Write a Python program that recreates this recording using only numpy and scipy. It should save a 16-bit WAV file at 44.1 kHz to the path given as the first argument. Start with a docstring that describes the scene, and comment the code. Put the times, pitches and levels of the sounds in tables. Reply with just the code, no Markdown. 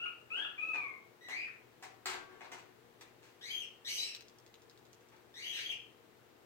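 """Three mellow chirps of a caged cockatoo in a live room come first, then four rising squeals that break into rasp.
Each call is a bank of harmonics on a gliding pitch, shaped by the throat and roughened by slips, with hiss.
Between the calls the beak clicks, as short noise bursts; wood knocks and clatters further off, as rattles with
ringing modes. A ventilation hum of filtered noise and wavering tones lies under everything.
Decaying noise gives the room, and the two microphone ports colour the sound differently."""
import sys
import numpy as np
from scipy import signal
from scipy.fft import rfft, irfft
from scipy.io import wavfile
from scipy.ndimage import uniform_filter1d

SR = 44100
rng = np.random.default_rng(int(sys.argv[2]) if len(sys.argv) > 2 else 0)


def waveform_to_disk(signal):
    """Save audio, clipped to [-1, 1], as 16-bit WAV at the path in sys.argv[1]."""
    frames = np.transpose(np.atleast_2d(signal))
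    scaled = np.clip(frames, -1, 1) * 32767
    samples = np.round(scaled).astype(np.int16)
    wavfile.write(sys.argv[1], SR, samples)


N = 284445
TIME = np.arange(N) / SR  # [s]
BINS = np.fft.rfftfreq(N, 1 / SR)  # [Hz]
TOP_HZ = 15850  # upper limit of the harmonics and of the ports


def undb(db):
    """Level to amplitude: 20 dB is a factor of ten."""
    return 10 ** (np.asarray(db) / 20)


def unit(x):
    """Normalization by signal power, to rms 1."""
    return x / np.sqrt(np.mean(x ** 2) + 1e-24)


def read(points, hz):
    """Interpolation of (frequency [Hz], value) on a logarithmic frequency axis."""
    f, value = np.transpose(points)
    return np.interp(np.log(np.maximum(hz, 1)), np.log(f), value)


def colour(x, db):
    """Minimum-phase filtering: folding the cepstrum makes a causal response from the dB at every bin."""
    cepstrum = irfft(np.log(undb(db)), N)
    cepstrum[1:N // 2] *= 2
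    cepstrum[N // 2:] = 0
    return irfft(rfft(x) * np.exp(rfft(cepstrum)), N)


def flutter(size, hz):
    """Band-limited random motion: white noise low-passed at hz, with rms 1."""
    lowpass = signal.butter(2, hz, fs=SR, output="sos")
    return unit(signal.sosfilt(lowpass, rng.standard_normal(size)))


def add(track, s, sound):
    """Superposition of a sound on a track at time s."""
    start = max(int(s * SR), 0)
    track[start:start + len(sound)] += sound[:N - start]


def cockatoo(hiss_db=-26, chirp_hiss_db=-24):
    """Two-sided syrinx: mellow chirps and two-voiced squeals, with turbulent hiss that follows the tone."""
    # One row a note: (start [s], length [s], level [dB], attack [s], start pitch [Hz], top pitch [Hz],
    # rise [s], overtones re fundamental, ahead of the throat, at mid-note [dB], mid-note roughness [0-1])
    chirp_notes = [(0, 0.0986, -43.5, .004, 1318, 1453, 0.0491, 4, 0.26),
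                   (.303, 0.1809, -41, 0.0124, 1233, 1737, .16, 6, 0.12),
                   (0.579, 0.367, -40.5, 0.0138, 1189, 1304, .075, 9.5, .075)]
    # Low, raspy side of the syrinx in the squeals; same columns
    rasp_notes = [(1.209, 0.15, -54, 0.058, 1894, 1975, 0.054, -11, 0.1068),
                  (1.295, 0.2142, -43, 0.019, 2027, 2582, 0.1756, -15, .27),
                  (3.411, 0.1624, -48.5, 0.055, 1745, 2474, .13, 2, .44),
                  (3.848, 0.087, -42.5, 0.0292, 1803, 2291, 0.054, 8, 0.49),
                  (3.96, .18, -45, 0.051, 2347, 2745, .115, 9, 0.6),
                  (5.34, 0.194, -50.5, 0.049, 1787, 2383, 0.113, 0.5, .4),
                  (5.525, .15, -46.5, 0.0554, 1900, 2382, .1, 3, 0.646)]
    # High side of the syrinx, whistling in the later squeals; same columns
    whistle_notes = [(3.499, 0.1503, -43, 0.0053, 3094, 3224, 0.0287, -7.5, 0.2),
                     (3.88, .175, -44, 0.0064, 2870, 3103, 0.02525, 6.5, 0.455),
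                     (3.977, 0.073, -40, 0.0079, 4044, 4029, 0.0185, -33.5, 0.0955),
                     (5.42, 0.2664, -44.5, 0.0485, 2750, 3255, .055, -6, 0.31),
                     (5.645, 0.0376, -40.5, 0.0049, 3201, 3260, 0.014, -13, 0.1393),
                     (5.688, 0.0594, -38.5, 0.0117, 3290, 3278, 0.027, -12, 0.231)]
    # Spectrum of the hiss in the throat: (frequency [Hz], level [dB])
    hiss_colour = [(80, -56), (300, 8.5), (820, 3), (1300, -10), (3000, -2), (5600, -11), (8000, -16.5),
                   (10500, -15), (14000, -25.5)]

    # chirps are nearly pure: overtones fall steeply above the second harmonic
    chirps = sum(call(note, droop_octaves_per_s=1.4, dulling_db=10.5, fall_db=64,
                      sag=0.1334, waver=0.0059, rasp_hz=164, choke=0.56) for note in chirp_notes)
    rasps = sum(call(note, droop_octaves_per_s=0.41, dulling_db=14.5, fall_db=8.5,
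                     sag=.36, waver=0.01785, rasp_hz=376.6, choke=0.404) for note in rasp_notes)
    whistles = sum(call(note, droop_octaves_per_s=0.0494, dulling_db=-3.5, fall_db=4.0,
                        sag=0.33, waver=0.0077, rasp_hz=251.0, choke=0.1) for note in whistle_notes)
    airflow = undb(chirp_hiss_db) * np.abs(chirps) + undb(hiss_db) * np.abs(rasps + whistles)
    hiss = unit(colour(rng.standard_normal(N), read(hiss_colour, BINS)))
    return chirps + rasps + whistles + hiss * uniform_filter1d(airflow, 400)  # averaged over 9 ms


def call(note, droop_octaves_per_s, dulling_db, fall_db, sag, waver, rasp_hz, choke):
    """Source and filter: syrinx harmonics weighted by the throat; slips lower the pitch and the strength.

    fall_db is the loss per octave above the second harmonic; sag and choke are the depths of a slip in
    log pitch and log strength, waver is the rms of log pitch.
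    """
    # Resonances of throat and open beak: (frequency [Hz], level [dB])
    throat = [(900, 4), (1800, 9), (3100, 9.5), (4200, 5), (5100, 3.5), (6200, 3.5), (7200, -8.5),
              (8200, 0), (9400, -5.5), (10500, -12.5), (12800, -0.5), (15500, -18)]
    t, hz, db, overtone_db, rough = gesture(note, droop_octaves_per_s, dulling_db)
    drop_octaves, jump_db = cracks(t)
    # the taut membrane holds a top pitch and keeps slipping below it
    slips = rough * np.maximum(flutter(len(t), rasp_hz), 0)
    wander = waver * flutter(len(t), 67.9)
    hz = hz * 2 ** -drop_octaves * np.exp(wander - sag * slips)
    phase = 2 * np.pi * np.cumsum(hz) / SR

    k = np.arange(1, 9)[:, None]  # harmonic number
    overtone_level_db = (k > 1) * (overtone_db - fall_db * np.log2(k / 2))
    gains = undb(read(throat, k * hz) + overtone_level_db) * (k * hz < TOP_HZ)
    power = (gains ** 2).sum(0) / 2
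    tone = (gains * np.sin(k * phase)).sum(0) / np.sqrt(power)
    # a slack membrane beats more weakly, so every slip is also a dip in strength
    tone = unit(tone * np.exp(-choke * slips))
    edges = np.clip(np.minimum(t - t[0], t[-1] - t) / 0.00051, 0, 1)  # short ramps at both ends
    track = np.zeros(N)
    add(track, t[0], tone * undb(db + jump_db) * edges)
    return track


def gesture(note, droop_octaves_per_s, dulling_db):
    """One push of air: pitch arches and droops, level swells and fades; roughness grows, brightness shifts."""
    swell_db, fade_db, fade_power = 6.5, 18, 3.944  # the fade grows ever faster
    crest_s = .06  # the pitch lingers at its top before it droops
    fray = 0.8102  # growth of roughness over the note, as a share of its mid-note value
    start, length, db, attack, start_hz, top_hz, rise, overtone_db, rough = note
    t = np.arange(0, length, 1 / SR)
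    progress = t / length
    climb = np.sin(np.pi / 2 * np.minimum(t / rise, 1))
    after_top = np.maximum(t - rise, 0)
    droop_octaves = droop_octaves_per_s * (np.hypot(after_top, crest_s) - crest_s)
    hz = (start_hz + (top_hz - start_hz) * climb) * 2 ** -droop_octaves
    db = db - swell_db * np.maximum(1 - t / attack, 0) - fade_db * progress ** fade_power
    overtone_db = overtone_db - dulling_db * (progress - .5)
    rough = rough * (1 + fray * (progress - .5))
    return start + t, hz, db, overtone_db, rough


def cracks(t, stagger=0.4763, stagger_hz=260):
    """Voice instability: Gaussian dips of pitch [octaves], randomly staggered, with level jumps [dB]."""
    # Breaks of the voice: (time [s], half length [s], mean pitch drop [octaves], level change [dB])
    voice_breaks = [(0.061, .005, 0.208, 7), (0.45, 0.00379, .26, 14), (1.487, .018, 0.558, -4.5),
                    (3.635, 0.01564, .25, 4.5), (5.578, .02, .3, 0.5), (5.723, .011, 0.29, -4.5)]
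    s, width, drop, db = np.transpose(voice_breaks)
    bumps = np.exp(-((t[:, None] - s) / width) ** 2)
    drop_octaves = bumps @ drop * (1 + stagger * flutter(len(t), stagger_hz))
    return drop_octaves, bumps @ db


def beak(gain_db=5):
    """Impact of the mandibles: each snap is a tiny dry noise burst with exponential decay."""
    # Single snaps: (time [s], level ahead of gain_db [dB])
    single_snaps = [(3.0101, -53), (3.0174, -48), (4.149, -40.5), (4.1554, -50.5), (4.2083, -49),
                    (4.2832, -53)]
    # Spectrum of a snap: (frequency [Hz], level [dB])
    beak_colour = [(600, -22), (2000, -9), (3700, -0.5), (4700, -2.5), (5600, -2.5), (7000, -4),
                   (8400, -11), (10000, -22.5), (15000, -16)]
    track, t = np.zeros(N), TIME[:SR // 50]
    decay = np.exp(-t / .0012)
    for s, db in [*single_snaps, *chatter(count=11)]:
        add(track, s, undb(db + gain_db) * rng.standard_normal(len(t)) * decay)
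    return colour(track, read(beak_colour, BINS))


def chatter(count):
    """Periodic impacts: evenly spaced clicks whose scattered level sinks, as (time [s], level [dB])."""
    start_s, period_s = 4.386, .0779
    first_db, fade_db_per_s, scatter_db = -54, 7, 2.03
    since = period_s * np.arange(count)
    db = first_db - fade_db_per_s * since + scatter_db * rng.standard_normal(count)
    return list(zip(start_s + since, db))


def knocks(grain=0.522, build=0.08):
    """Contact noise and modal ringing: each rattle of contacts swells and decays over a set of wood modes."""
    # Knocks, scrapes and, at 3.01 s, the body of a beak snap:
    # (time [s], level [dB], treble re bass [dB], rattle decay [s], ring [dB])
    knock_events = [(.365, -55, -10, 0.0495, -27), (.736, -48.5, -30, 0.0333, -22.5),
                    (1.285, -52, 2.5, 0.0205, -27), (1.825, -46.5, 2, 0.00988, -28),
                    (2.057, -45, 6, 0.0272, -12.5), (2.095, -51, 6.5, 0.0188, -27),
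                    (2.131, -46.5, 1, 0.0145, -10), (2.29, -66, -31, 0.13, -1),
                    (2.407, -49, -26.5, 0.0135, -27), (2.445, -50, -17, 0.008, -40.5),
                    (2.517, -48.5, 0, 0.015, -22), (2.583, -58.5, 7, 0.005, -32),
                    (3.0108, -57, 10, 0.0031, -25), (3.223, -75, 12, 0.052, -21.5),
                    (5.12, -61.5, -25.5, 0.0178, -20.5)]
    # Spectrum of one contact: (frequency [Hz], level [dB])
    knock_colour = [(30, -50.5), (110, -22), (250, -11), (380, -9.5), (560, -9.5), (790, 2), (1000, -3.5),
                    (1600, -4.5), (2200, -2), (4000, -12), (7000, -15.5), (8700, -19), (10200, -26.5),
                    (15500, -26)]
    # Modes of the knocked wood: (frequency [Hz], level [dB], decay by 60 dB [s])
    wood_modes = [(312.3, -15, .5), (373.5, -0.5, 0.43), (1131, -.5, 0.85), (1408.4, -0.5, 0.27),
                  (1570.4, 3, 0.255), (1830, -9, 0.17), (2120, -12, 0.24)]
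    track, t = np.zeros(N), TIME[:SR // 2]
    crack = colour(signal.unit_impulse(N), read(knock_colour, BINS))[:len(t)]
    crack = unit(crack) / np.sqrt(len(t))  # unit energy
    ring = sum(undb(db - 60 * t / t60) * np.sin(2 * np.pi * hz * t) for hz, db, t60 in wood_modes)
    lowpass = signal.butter(1, 2500, fs=SR, output="sos")
    for s, db, treble_db, length, ring_db in knock_events:
        pressure = np.exp(-t / length) * np.clip(0.49 + t / (build * length), 0, 1)
        contacts = pressure * rng.standard_normal(len(t)) * np.exp(grain * flutter(len(t), 668))
        low = signal.sosfilt(lowpass, contacts)
        rattle = signal.fftconvolve(low + undb(treble_db) * (contacts - low), crack)[:len(t)]
        add(track, s, undb(db) * (rattle + undb(ring_db) * ring))
    return track


def ventilation(alike_hz=600, waver_db=0.5):
    """Turbulent rush, coherent between the ports in the bass, and a motor hum wavering in level and phase."""
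    # Spectrum of the rush of air: (frequency [Hz], level [dB])
    air_colour = [(15, -65.5), (25, -12.5), (43, -22), (123, -2), (157, -8.5), (235, -9.5), (333, -3),
                  (361, -6), (473, -1), (542, -9.5), (620, -9), (2030, -16), (2330, -18), (2730, -18.5),
                  (9800, -32), (12500, -29.5), (15800, -27)]
    # Tones of the motor: (frequency [Hz], rms level [dB])
    hum_tones = [(119, -77), (238, -81), (360.5, -77), (474, -86)]
    air_db = -66  # rms of the part common to both ports
    mid, side = colour(rng.standard_normal((2, N)), read(air_colour, BINS))
    side = colour(side, -10 * np.log10(1 + (alike_hz / (BINS + 100)) ** 2))  # the ports differ less in the bass
    air = undb(air_db) * (mid + side * np.array([[1], [-1]])) / np.std(mid)
    hum = np.zeros(N)
    for hz, db in hum_tones:
        strength = undb(db + waver_db * flutter(N, 6.3)) * np.sqrt(2)
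        phase = 2 * np.pi * hz * TIME + 0.47 * flutter(N, 2.3)
        hum += strength * np.sin(phase)
    return air + hum


def room(x, direct_db, wet_db, lag_s, early_db):
    """Reverberation: direct sound at two ports, sparse reflections, and a diffuse tail decaying by frequency."""
    # Reverberation time: (frequency [Hz], decay by 60 dB [s])
    room_t60 = [(150, 1), (1000, 0.4894), (2800, 0.4048), (6000, 0.3497), (14000, 0.1533)]
    t = TIME[:SR * 3 // 4]
    f, frames, noise = signal.stft(rng.standard_normal((2, len(t))), SR, nperseg=256)
    fade = np.exp(-np.log(1000) * frames / read(room_t60, f)[:, None])
    tail = signal.istft(noise * fade, SR)[1][:, :len(t)] * np.clip(t / 0.00853, 0, 1)
    response = undb(wet_db) * unit(tail) / np.sqrt(len(t))
    for port in range(2):
        lags = (SR * rng.uniform(.002, .02, size=6)).astype(int)
        response[port, lags] += undb(early_db) * rng.choice([-1, 1], size=6)
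        response[port, int(port * abs(lag_s) * SR)] += undb(direct_db)  # the second port hears it later
    return signal.fftconvolve(x[None], response, axes=1)[:, :N]


def scene():
    """Direct-to-reverberant balance gives distance: the beak is driest, the knock layer comes mostly by the room."""
    bird = room(cockatoo(), direct_db=-2.5, wet_db=-1.5, lag_s=.00016, early_db=-11.5)
    ticks = room(beak(), direct_db=6, wet_db=-5.0, lag_s=.0001, early_db=-3.0)
    wood = room(knocks(), direct_db=-1.0, wet_db=1.5, lag_s=.00015, early_db=-10)
    return bird + ticks + wood + ventilation()


def record(dry):
    """Port response: opposite spectral tilts at left and right, then a steep elliptic low-pass."""
    # Difference between the microphone ports: (frequency [Hz], left minus right [dB])
    port_difference = [(60, -6.5), (200, 6.5), (380, 8), (700, 6), (2400, 5), (4400, 6), (6000, -4.5),
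                       (8100, -9.5), (9500, -3.5), (11000, 2.5), (15000, 0)]
    tilt_db = read(port_difference, BINS) / 2
    ports = np.array([colour(dry[0], tilt_db), colour(dry[1], -tilt_db)])
    lowpass = signal.ellip(10, .2, 70, TOP_HZ, fs=SR, output="sos")
    return signal.sosfilt(lowpass, ports)


dry = scene()
out = record(dry)
waveform_to_disk(out)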